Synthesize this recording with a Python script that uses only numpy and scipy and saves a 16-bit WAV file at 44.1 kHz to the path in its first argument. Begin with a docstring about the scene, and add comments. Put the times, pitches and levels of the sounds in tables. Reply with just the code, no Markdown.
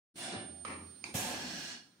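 """Pneumatic filling machine, close by

A filling machine runs one cycle in a hard-walled kitchen. A drive whines at one high pitch and the conveyor
motor hums in swells, both made from sine waves, over low machine noise made from filtered noise. Air vents in
shaped bursts of noise. A valve thumps open, and pistons thump into their cushions with a short low push and a
boom. Steel stops clack with ringing noise, the frame and loose parts rattle on, and the slide squeaks faintly."""
import sys
import numpy as np
from scipy import signal
from scipy.fft import rfft, irfft, next_fast_len
from scipy.io import wavfile
from scipy.ndimage import map_coordinates

SR = 44100
rng = np.random.default_rng(int(sys.argv[2]) if len(sys.argv) > 2 else 0)


def to_wav(sig):
    """Store sig (one row per channel, or 1-D mono) as 16-bit WAV at the path in sys.argv[1].

    Samples outside -1..1 are clipped; the rate is SR.
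    """
    pcm = np.clip(np.atleast_2d(sig), -1, 1) * 32767
    pcm = np.round(pcm).astype(np.int16)
    wavfile.write(sys.argv[1], SR, pcm.T)  # frames by channels


N = 88200  # two seconds of samples

# Steel stops being hit. Each row: start in seconds, level in dB, time to fall by 60 dB in seconds,
# rattle level in dB, rattle hold in seconds, rattle release in dB per second, left minus right in dB.
CLACK_EVENTS = [(0.6492, -33, 0.049, -42.5, 0.078, 126, -1.5), (1.0402, -33, 0.027, -46, 0.029, 115, -4)]
# What each stop rings with, one list per stop. Each row: pitch in Hz, width in Hz, strength in dB.
STOP_RESONANCES = [
    [(610, 590, -3.5), (1176, 220, 7.5), (1290, 110, 11.5), (2500, 360, -16.5), (3170, 180, 2),
     (4570, 1900, -11.5), (6630, 980, -17), (9330, 860, -10)],
    [(1030, 660, -5), (2380, 470, 5.5), (4100, 150, -6), (4600, 300, -2), (5000, 130, -11),
     (6540, 220, 3.5), (9700, 1300, -22)],
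]

BASS_HZ = 420  # below about this, bursts fade at their own speed and the ripple weakens


def amp(db):
    """Turn decibels into a gain."""
    return 10 ** (np.asarray(db) / 20)


def unit(x):
    """Scale x to an rms (average strength) of 1."""
    return x / np.sqrt(np.mean(x ** 2) + 1e-20)


def clock():
    """Time in seconds at each sample."""
    return np.arange(N) / SR


def curve(rows):
    """Join (seconds, value) points by straight lines, one value per sample."""
    return np.interp(clock(), *np.transpose(rows))


def along(points, hz):
    """Read a value at hz from (Hz, value) points joined on a logarithmic pitch axis."""
    point_hz, values = np.transpose(points)
    return np.interp(np.log(hz + 1), np.log(point_hz + 1), values)


def wobble(rate):
    """A smooth random curve with `rate` random points a second."""
    knots = rng.standard_normal(int(N * rate / SR) + 4)
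    return map_coordinates(knots, [clock() * rate])


def panned(db):
    """Left and right gains for a level difference of left minus right."""
    left = np.atleast_1d(db)
    return amp(np.array([left, -left]) / 2)


def filtered(x, response):
    """Multiply the spectrum of x by a response that depends on frequency."""
    size = next_fast_len(N + SR // 4)  # spare room so that the end does not wrap onto the start
    hz = np.fft.rfftfreq(size, 1 / SR)
    return irfft(rfft(x, size) * response(hz), size)[..., :N]


def ringing(modes, hz):
    """Gain of a set of resonances: their powers add up, each peaking at its own pitch."""
    power = sum(amp(db) ** 2 / (1 + (2 * (hz - centre) / width) ** 2) ** 2 for centre, width, db in modes)
    return np.sqrt(power)


def ripple(hz):
    """Fine peaks and dips from standing waves between steel panels, different in each ear above the bass."""
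    spacing_hz = 44.64
    knots = rng.standard_normal((2, SR // 16))
    peaks = np.array([map_coordinates(k, [hz / spacing_hz], mode="wrap") for k in knots])
    return peaks * hz / (hz + BASS_HZ)


def rush(gain, ripple_db=4.5):
    """Stereo noise of rms 1: bass alike in both ears, treble more diffuse and mostly to the right."""
    # Each row: frequency in Hz, likeness of left and right (1 is identical).
    likeness = [(80, 0.99), (180, 0.99), (350, 0.76), (700, 0.57), (1400, 0), (3000, 0.0052), (12000, 0.36)]
    # Each row: frequency in Hz, left minus right in dB.
    ear_balance = [(100, .3), (350, 0), (700, -1), (1400, 1), (2800, 0), (5600, -8.5), (9000, -0.5),
                   (13000, -14)]

    def middle_and_side(hz):
        angle = np.arccos(np.clip(along(likeness, hz), -1, 1)) / 2
        return gain(hz) * [np.cos(angle), np.sin(angle)]

    def ears(hz):
        return panned(along(ear_balance, hz)) * amp(ripple_db * ripple(hz))

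    mid, side = filtered(rng.standard_normal((2, N)), middle_and_side)
    return unit(filtered(np.array([mid + side, mid - side]), ears))


def burst(noise, start, rise, hold, sag, dulling, release, lead=0):
    """Noise rises, changes level and tone, then fades; treble may stop sooner, bass has its own speed."""
    sag_pivot_hz, treble_hz = 1000, 6000  # dulling counts octaves from the first, lead from the second
    bass_release = 96  # dB per second
    rise_shape = 0.62  # below 1: a valve opens quickly at first
    hz, t, z = signal.stft(noise, SR, nperseg=512)
    hz = hz[:, None]
    age = np.maximum(t - start, 0)
    slope = sag + dulling * np.log2(np.maximum(hz, BASS_HZ) / sag_pivot_hz)
    fall = release + (bass_release - release) / (1 + (hz / BASS_HZ) ** 4)
    held = np.maximum(hold - lead * np.log2(1 + (hz / treble_hz) ** 4) / 4, 0)
    gain = amp(-slope * age - fall * np.maximum(age - held, 0))
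    shaped = signal.istft(z * gain, nperseg=512)[1][:, :N]
    return shaped * np.clip((clock() - start) / rise, 0, 1) ** rise_shape


def strike(t, rise, t60):
    """Loudness of a blow at t = 0: a quick rise in seconds, while it falls 60 dB in t60 seconds."""
    return np.clip(t / rise, 0, 1) * amp(-60 * np.abs(t) / t60)


def machine_noise():
    """The frame's rumble swells and sinks over the noise of the kitchen, both as coloured noise."""
    # Tone of the frame and of the kitchen. Each row: frequency in Hz, strength in dB per Hz.
    rumble_colour = [(40, 7), (70, -4.5), (95, -5.5), (125, -8.5), (170, 4.5), (245, 2), (350, 0),
                     (480, -15.5), (1200, -97)]
    floor_colour = [(40, -52), (80, -2), (240, 5.5), (450, -9.5), (800, -16.5), (1500, -9.5), (2500, -15),
                    (4500, -12), (7500, -21), (11000, -42.5), (15500, -24)]
    # Loudness of each over time. 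Each row: time in seconds, level in dB.
    rumble_level = [(.2, -66), (.36, -60), (.5, -50.5), (.62, -64.5), (.7, -54), (.82, -54), (.98, -69.5),
                    (1.09, -60.5), (1.25, -53), (1.55, -48), (1.8, -65), (1.95, -82)]
    floor_level = [(.15, -73), (.5, -63.5), (.9, -61.5), (1, -62), (1.7, -64), (1.95, -68.5)]
    rumble = amp(curve(rumble_level)) * rush(lambda hz: amp(along(rumble_colour, hz)))
    kitchen = amp(curve(floor_level)) * rush(lambda hz: amp(along(floor_colour, hz)))
    return rumble + kitchen


def drives():
    """The drive's switching whine and the conveyor motor's hum: two sine waves that waver a little."""
    # Loudness of whine and hum. Each row: time in seconds, level in dB.
    whine_level = [(.15, -80), (.25, -60), (.42, -53.3), (.62, -53.8), (.8, -56.8), (1.03, -60.3),
                   (1.3, -62), (1.45, -68), (1.73, -69), (1.8, -79), (2, -86)]
    hum_level = [(.3, -85), (.38, -59), (.43, -94), (.5, -60), (.63, -64.5), (.76, -59), (.88, -57.5),
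                 (.96, -80), (1.05, -68), (1.12, -109)]
    whine_hz, motor_hz = 9000, 86
    t = clock()
    whine = amp(curve(whine_level) + 1.2 * wobble(40.1)) * np.sin(2 * np.pi * whine_hz * t)
    hum_phase = 2 * np.pi * motor_hz * t + 0.1 * wobble(11)
    hum = amp(curve(hum_level) + 0.4 * wobble(17.6)) * np.sin(hum_phase)
    # The whine sits well to the right; the root of 2 brings a sine wave to rms 1.
    return np.sqrt(2) * (panned(-14) * whine + hum)


def exhausts():
    """Air rushes out and its tone shifts as it flows; the port's resonances fade a little more slowly."""
    # Each row: start in seconds, rise in seconds, hold in seconds, level in dB, sag in dB per second,
    # extra sag in dB per second per octave, release in dB per second, how much sooner treble stops
    # in seconds per octave. A negative sag grows louder.
    vents = [(0.155, 0.092, 0.22, -40.5, -8.5, 11.5, 122, 0.19),
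             (1.139, 0.019, 0.21, -34.5, 20, 7, 48, 0.15), (1.197, 0.36, 0.55, -41, 18.5, -5, 175, 0.055)]
    # Tone of each exhaust's air. Each row: frequency in Hz, strength in dB per Hz.
    puff_colour = [(35, -53), (60, -17), (242, 5), (343, -2.5), (413, -10), (585, -3.5), (1320, -4.5),
                   (1420, -4.5), (2530, -6), (3840, -5.5), (7540, -8), (9300, 3.5), (10200, -7),
                   (11500, -25), (15500, -13.5)]
    blast_colour = [(35, -36), (60, -5), (149, -16), (179, -7), (215, -3), (413, -8), (572, -7.5),
                    (627, -5.5), (792, -5), (1230, -11.5), (2710, -8), (4850, -14.5), (9080, -10),
                    (11200, -17.5), (15500, -21.5)]
    bleed_colour = [(35, -48), (60, -11.5), (291, 0), (475, -7.5), (756, -3), (1170, -11), (1670, -3.5),
                    (2250, -8.5), (3760, -8), (4320, -9.5), (4740, -9), (5840, -11), (9300, -21),
                    (10900, -38.5), (15500, -32)]
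    # Resonances of each exhaust port. Each row: pitch in Hz, width in Hz, strength in dB.
    puff_port = [(350, 25, 2), (580, 50, -2), (690, 40, 3), (760, 50, 2), (1430, 40, -1), (1590, 50, -2),
                 (1750, 35, 3), (2110, 40, -2), (2200, 40, 1), (2360, 50, -1), (2780, 60, 5), (2965, 50, 3),
                 (3130, 45, 0), (3460, 70, 4), (3650, 70, 1), (3935, 50, 2), (4330, 60, 2), (5200, 70, 0),
                 (7190, 70, -1), (8100, 150, -2)]
    blast_port = [(245, 25, -3), (560, 50, -1), (728, 25, 5), (805, 30, 0), (882, 30, 1), (1642, 70, 1),
                  (2762, 40, 1), (3182, 50, 2), (3905, 55, 5), (4390, 60, 2), (5540, 50, 1), (5890, 110, 4),
                  (6346, 40, 1), (6940, 70, 0), (9350, 120, -1), (10475, 70, 0)]
    bleed_port = [(245, 50, -1), (680, 60, -1), (1355, 60, -2), (1540, 50, -2), (1660, 100, 2),
                  (2440, 130, -3), (2865, 80, 3), (3360, 70, -2), (4280, 120, 0), (4440, 130, 3),
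                  (5230, 60, -1), (5350, 50, -1), (5550, 100, 2), (5920, 50, 0), (6065, 50, 0),
                  (6340, 50, -2)]
    # One value per exhaust: level of the resonances over the rush in dB.
    port_levels = [-4.5, -6, -1.5]
    colours = (puff_colour, blast_colour, bleed_colour)
    ports = (puff_port, blast_port, bleed_port)
    out = 0
    for vent, colour, port, port_db in zip(vents, colours, ports, port_levels):
        start, rise, hold, db, sag, dulling, release, lead = vent
        air = rush(lambda hz: amp(along(colour, hz)))
        ring = rush(lambda hz: amp(along(colour, hz)) * ringing(port, hz), ripple_db=1.5)
        out = out + amp(db) * burst(air, start, rise, hold, sag, dulling, release, lead)
        out = out + amp(db + port_db) * burst(ring, start, rise, hold, sag, dulling, release * 0.8, lead)
    return out


def thumps():
    """A valve opens with a thump, then pistons meet their cushions: each a low push, and the room booms."""
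    # Each row: time in seconds, level in dB, pitch of the push in Hz, its length (bell width) in seconds. # The
    # first row is the valve opening; the others are pistons meeting their cushions.
    thump_hits = [(.1605, -48.5, 250, .0018), (0.337, -29, 268, 0.00062), (0.3595, -44, 227, 0.00084),
                  (0.41, -59, 260, 0.0012), (.8278, -49, 170, 0.0018), (1.092, -42, 298, 0.0019),
                  (1.1533, -28.5, 146, 0.0025)]
    # Tone of the boom. Each row: frequency in Hz, strength in dB.
    boom_colour = [(40, -53), (70, -9), (95, 21), (160, 10.5), (280, 9), (500, 8.5), (1500, -66)]
    boom_db, boom_t60 = -16, 0.49  # relative to the push; seconds
    out = 0
    for start, db, hz, length in thump_hits:
        t = clock() - start
        push = np.sin(2 * np.pi * hz * t) * np.exp(-0.5 * (t / length) ** 2)
        boom = rush(lambda f: amp(along(boom_colour, f))) * strike(t, 0.0015, boom_t60)
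        out = out + amp(db) * (push + amp(boom_db) * boom)
    return out


def clacks():
    """A steel stop rings briefly as resonant noise; frame and room rattle on after it."""
    # Tone of the rattle, one list per stop. Each row: frequency in Hz, strength in dB per Hz.
    rattle_colours = [[(35, -17), (60, -16), (178, -16), (209, -8.5), (309, -6.5), (504, -13.5),
                      (1240, -10.5), (1560, -18.5), (1720, -9.5), (2390, -5.5), (3460, -23.5), (4420, -21),
                      (8000, -35), (10400, -70), (17600, -120)][:-2] + [(9800, -30), (11500, -61),
                      (15500, -41)], [(35, -43), (60, -10), (302, -5), (582, -23), (859, -10), (1320, -21),
                      (1650, -10.5), (1760, -21), (2390, -8.5), (3060, -21.5), (3910, -14), (6520, -18.5),
                      (8000, -27), (10400, -53), (17600, -120)][:-2] + [(9800, -23), (11500, -41),
                      (15500, -40)]]
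    rattle_rise, rattle_dulling = 0.027, 18  # seconds; dB per second per octave
    ring_gain = amp(-4.5)  # how much the stop's ringing colours the rattle
    out = 0
    for event, modes, colour in zip(CLACK_EVENTS, STOP_RESONANCES, rattle_colours):
        start, db, t60, rattle_db, hold, release, pan_db = event
        t = clock() - start
        crack = rush(lambda hz: ringing(modes, hz) + amp(-4.5) * amp(along(colour, hz)))
        crack = crack * strike(t, 0.0008, t60)
        rattle = rush(lambda hz: amp(along(colour, hz)) * (1 + ring_gain * ringing(modes, hz)))
        rattle = rattle * amp(1.1 * wobble(130))  # quick uneven loudness
        tail = burst(rattle, start, rattle_rise, hold, 0, rattle_dulling, release)
        out = out + amp(db) * panned(pan_db) * crack + amp(rattle_db) * tail
    return out


def taps():
    """Loose parts shaken by a clack strike the same stop again, more softly, exciting its resonances."""
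    # Each row: time in seconds, level in dB.
    tap_hits = [(.682, -39), (0.7063, -42), (.728, -43), (0.758, -62), (1.061, -64), (1.088, -58)]
    second_clack = CLACK_EVENTS[1][0]
    out = 0
    for start, db in tap_hits:
        modes = STOP_RESONANCES[int(start > second_clack)]
        knock = rush(lambda hz: ringing(modes, hz)) * strike(clock() - start, 0.00085, 0.015)
        out = out + amp(db) * knock
    return out


def squeaks():
    """Faint thin squeaks of the slide: unsteady sine waves that swell and fade."""
    # Each row: start in seconds, length in seconds, pitch in Hz, peak level in dB.
    slide_squeaks = [(0.94, 0.063, 4140, -67.5), (1, 0.07, 5050, -68)]
    t = clock()
    out = 0
    for start, length, hz, db in slide_squeaks:
        swell = np.sin(np.pi * np.clip((t - start) / length, 0, 1))
        tone = np.sin(2 * np.pi * hz * t + 0.36 * wobble(220))
        out = out + amp(db) * swell * tone
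    return out


def scene():
    """All parts of the machine together."""
    return machine_noise() + drives() + exhausts() + thumps() + clacks() + taps() + squeaks()


def record(dry):
    """The microphone opens after a moment, cuts deep bass and keeps nothing above its band limit."""
    start, fade = 0.1405, 0.01  # seconds
    low_cut_hz, top_hz = 74, 15800
    low_cut = signal.butter(8, low_cut_hz, "highpass", fs=SR, output="sos")
    thin = filtered(dry, lambda hz: np.abs(signal.sosfreqz(low_cut, hz, fs=SR)[1]))
    opened = thin * np.clip((clock() - start) / fade, 0, 1)
    return filtered(opened, lambda hz: hz < top_hz)


dry = scene()
out = record(dry)
to_wav(out)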